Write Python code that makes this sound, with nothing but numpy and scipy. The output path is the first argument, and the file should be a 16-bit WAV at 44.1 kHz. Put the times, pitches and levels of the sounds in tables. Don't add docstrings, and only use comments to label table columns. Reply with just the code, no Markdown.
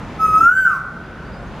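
import sys
import numpy as np
from scipy import signal
from scipy.fft import rfft, irfft
from scipy.io import wavfile
from scipy.ndimage import uniform_filter1d, minimum_filter1d

SR = 44100
rng = np.random.default_rng(int(sys.argv[2]) if len(sys.argv) > 2 else 0)


def materialize(psi):
    bounded = np.clip(np.atleast_2d(psi).T, -1, 1)
    quanta = np.round(bounded * 32767).astype(np.int16)
    wavfile.write(sys.argv[1], SR, quanta)


def volts(x):
    e = np.asarray(x, float) / 20
    return 10 ** e


N = 70560

# time in seconds, pitch in Hz.
PITCH = [
    (.185, 1297),
    (.255, 1281),
    (.29, 1269),
    (.385, 1281),
    (.48, 1409),
    (.55, 1528),
    (.605, 1552),
    (.65, 1484),
    (.775, 1003),
]


def curve(table, x):
    return np.interp(x, *np.array(table, float).T)


def level(x, db):
    return x * volts(db) / np.sqrt(np.mean(x ** 2))


def walk(rate):
    hold = int(SR / rate)
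    steps = np.repeat(rng.standard_normal(200), hold)[np.arange(N) % (200 * hold)]
    return 1.52 * uniform_filter1d(uniform_filter1d(steps, hold), hold)


def smooth(x, seconds):
    k = max(int(seconds * SR), 1)
    return uniform_filter1d(uniform_filter1d(x, k), k)


def tail(t, db, t60):
    return volts(db - 60 * t / t60) * np.sqrt(2 * np.log(1000) / (SR * t60))


def scatter(x, shape, side_db):
    clouds = rng.standard_normal((2, N)) * shape
    mid, side = (signal.fftconvolve(x, cloud)[:N] for cloud in clouds)
    return mid + volts(side_db) * side * np.array([[1], [-1]])


def town():
    # frequency in Hz, level per Hz in dB.
    spectrum = [
        (45, -3),
        (100, -6),
        (170, -1.5),
        (260, -10),
        (1500, -18.5),
        (4200, -38.5),
        (6600, -44.5),
        (8000, -51),
    ]
    # frequency in Hz, level relative to the middle in dB.
    spread = [
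        (30, -21),
        (70, -10),
        (125, -23),
        (500, -20),
        (2000, -15),
        (5000, -7),
        (12000, -1),
    ]
    low_hz, top_hz = 41.5, 13500
    f = np.maximum(np.arange(N // 2 + 1) * SR / N, 1)

    def over_log_hz(table):
        hz, db = np.array(table).T
        return np.interp(np.log(f), np.log(hz), db)

    mid, side = rfft(rng.standard_normal((2, N))) * volts(over_log_hz(spectrum)) * np.clip(f / low_hz, 0, 1) ** 3
    slope_db = -10 * np.log2(np.maximum(f / spectrum[-1][0], 1))
    top = volts(slope_db) / (1 + (f / top_hz) ** 20)
    pair = top * (mid + volts(over_log_hz(spread)) * side * np.array([[1], [-1]]))
    out, swell = 0, walk(1.7)
    for octave in np.arange(4, 14.5, .5):
        band = np.clip(1 - 2 * abs(np.log2(f) - octave), 0, 1)
        out = out + irfft(pair * band, N) * volts(0.15 * swell + 1.22 * walk(9.3))
    return level(out, -29.5)


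def far_calls(t):
    # start in seconds, length in seconds, start pitch in Hz, end pitch in Hz, level in dB.
    calls = [(.08, .21, 790, 810, -40), (1.2, .05, 4350, 4500, -60), (1.245, .065, 4550, 4750, -54),
             (1.32, .035, 4820, 4960, -51), (1.315, .06, 4650, 4720, -58), (1.36, .035, 4940, 4990, -49),
             (1.035, .07, 4950, 4650, -62), (1.45, .07, 6450, 6500, -62), (1.34, .13, 720, 705, -46),
             (1.48, .13, 840, 860, -43), (1.52, .06, 6650, 6700, -66), (.335, .05, 3500, 3300, -52)]
    out = 0
    for start, length, hz0, hz1, db in calls:
        u = np.clip((t - start) / length, 0, 1)
        hz = (hz0 + (hz1 - hz0) * u) * (1 + .005 * walk(60))
        swell = (1 + .4 * walk(60)) * np.sqrt(4 * u * (1 - u))
        out = out + volts(db) * swell * np.sin(2 * np.pi * np.cumsum(hz) / SR)
    return out + scatter(out, tail(t, -4, .15), -12)


def nulls(t):
    # time in seconds, gain in dB (negative cancels), width in seconds.
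    beats = [(.273, -11.5, .0048), (.3, -5.5, 0.027), (.323, -4.5, .008), (.386, -4, 0.0067),
             (0.4, -17.5, 0.0056), (0.427, -12.5, 0.0053), (0.449, -9, 0.0074), (0.494, 3, 0.0026),
             (.507, -7, 0.0029), (.524, -1, 0.0036), (0.534, -7.5, 0.0025), (0.547, -14.5, 0.0024),
             (0.555, -6.5, 0.0084), (0.583, 0.5, 0.0026), (0.616, -6, 0.0064), (0.64, -9, 0.0059),
             (0.653, -1.5, 0.0024), (0.667, 4.5, 0.0012), (0.691, -7, 0.006), (0.726, -1, 0.0044),
             (0.744, -4, 0.0028), (.76, 1, 0.0046), (.776, 0, 0.0071), (0.933, -6.5, 0.0063),
             (0.894, 3, 0.012), (0.967, 3, 0.0075), (1.08, -1, .012), (1.135, -0.5, 0.013)]
    return volts(sum(db * np.exp(-.5 * ((t - s) / width) ** 2) for s, db, width in beats))


def echoes(whistle, overtones, t):
    walls = tail(t, -3.5, 0.53) + tail(t, -25.5, 3.1)
    walls = walls * np.clip(t / .065, 0, 1)
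    back = scatter(whistle, walls, -19)
    carrier = np.exp(2j * np.pi * np.cumsum(smooth(curve(PITCH, t), 0.054)) / SR)
    same_pitch = signal.filtfilt(*signal.butter(2, 70, fs=SR), back / carrier) * carrier
    singing = smooth(1. * (t < PITCH[-1][0]), .02)
    back = back - 2 * .9 * singing * same_pitch.real
    leaves = scatter(overtones, tail(t, 0.5, 0.3), -14)
    return nulls(t) * back + leaves


def koel(t):
    # time in seconds, level in dB.
    effort = [
        (.185, -38.5),
        (.203, -19),
        (.245, -10),
        (.365, -8.5),
        (.47, -1),
        (.51, -3.5),
        (.6, -4),
        (.672, -4.5),
        (.715, -13.5),
    ]
    # multiple of the pitch, level in dB.
    beak_shut = [(2, -38.5), (3, -59), (4, -43.5), (5, -40.5), (6, -55), (7, -44), (8, -60), (9, -48.5),
                 (10, -64), (11, -46.5), (12, -59)]
    beak_open = [(2, -35.5), (3, -42.5), (4, -41), (5, -33.5), (6, -61), (7, -43), (8, -40), (9, -41),
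                 (10, -72.5), (11, -64.5), (12, -71.5)]
    shut_hz, open_hz = 1370, 1544
    hiss_hz, hiss_width_hz, hiss_db = 1960, 290, -33
    port_lag_s = 19e-6
    overtone_db, flutter_db = -9, 2

    hz = smooth(curve(PITCH, t), 0.038) * (1 + 0.0013 * walk(30))
    phase = 2 * np.pi * np.cumsum(hz) / SR
    lag = np.pi * hz * port_lag_s * np.array([[1], [-1]])
    gate = smooth(1. * (t > effort[0][0]) * (t < PITCH[-1][0]), .006)
    fade_db = -230 * np.maximum(t - effort[-1][0], 0)
    size = np.sqrt(2) * volts(smooth(curve(effort, t) + fade_db, 0.0058)) * gate

    hiss_peak = signal.iirpeak(hiss_hz, hiss_hz / hiss_width_hz, fs=SR)
    hiss = signal.lfilter(*hiss_peak, rng.standard_normal(N))
    hiss = size * level(hiss, hiss_db)

    heard, sent_overtones = size * nulls(t) * np.sin(phase + lag), 0
    beak = np.clip((hz - shut_hz) / (open_hz - shut_hz), 0, 1)
    push = np.clip((t - .19) / 0.03, 0, 1) * np.clip((.785 - t) / 0.053, 0, 1)
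    facing = np.clip((.73 - t) / .08, .2, 1)
    for (k, shut_db), (_, open_db) in zip(beak_shut, beak_open):
        k = round(k)
        db = overtone_db + shut_db + beak * (open_db - shut_db)
        flutter = flutter_db * (walk(90) + .5 * np.array([walk(72), walk(73)]))
        tone = np.sqrt(2) * push * volts(db) * (k * hz < .45 * SR)
        turn = rng.uniform(0, 2 * np.pi) + .5 * np.array([walk(70), walk(70)])
        port_phase = turn[0] + k / 12 * 5.0 * (turn - turn[0])
        heard = heard + facing * tone * volts(flutter) * np.sin(k * phase + lag + port_phase)
        sent_overtones = sent_overtones + tone * np.sin(k * phase + turn[0])

    echo_tilt = volts(4 * np.log2(hz / shut_hz))
    sent_whistle = size * echo_tilt * np.sin(phase) + hiss
    return heard, sent_whistle, sent_overtones


def scene():
    t = np.arange(N) / SR
    heard, whistle, overtones = koel(t)
    return heard + echoes(whistle, overtones, t) + far_calls(t) + town()


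def low_pass(x):
    return signal.sosfilt(signal.butter(12, 15400, fs=SR, output="sos"), x)


def record(dry):
    duck_s, duck_db, attack_s, release_s = 0.4618, -10.5, 0.019, 0.65
    since = np.maximum(np.arange(N) / SR - duck_s, 0)
    wet = dry * volts(duck_db * (1 - np.exp(-since / attack_s)) * np.exp(-since / release_s))
    ceiling = volts(-3)
    limit = ceiling / np.maximum(abs(wet).max(axis=0), ceiling)
    limit = uniform_filter1d(minimum_filter1d(limit, size=133), size=89)
    return low_pass(wet * limit)


dry = scene()
out = record(dry)
materialize(out)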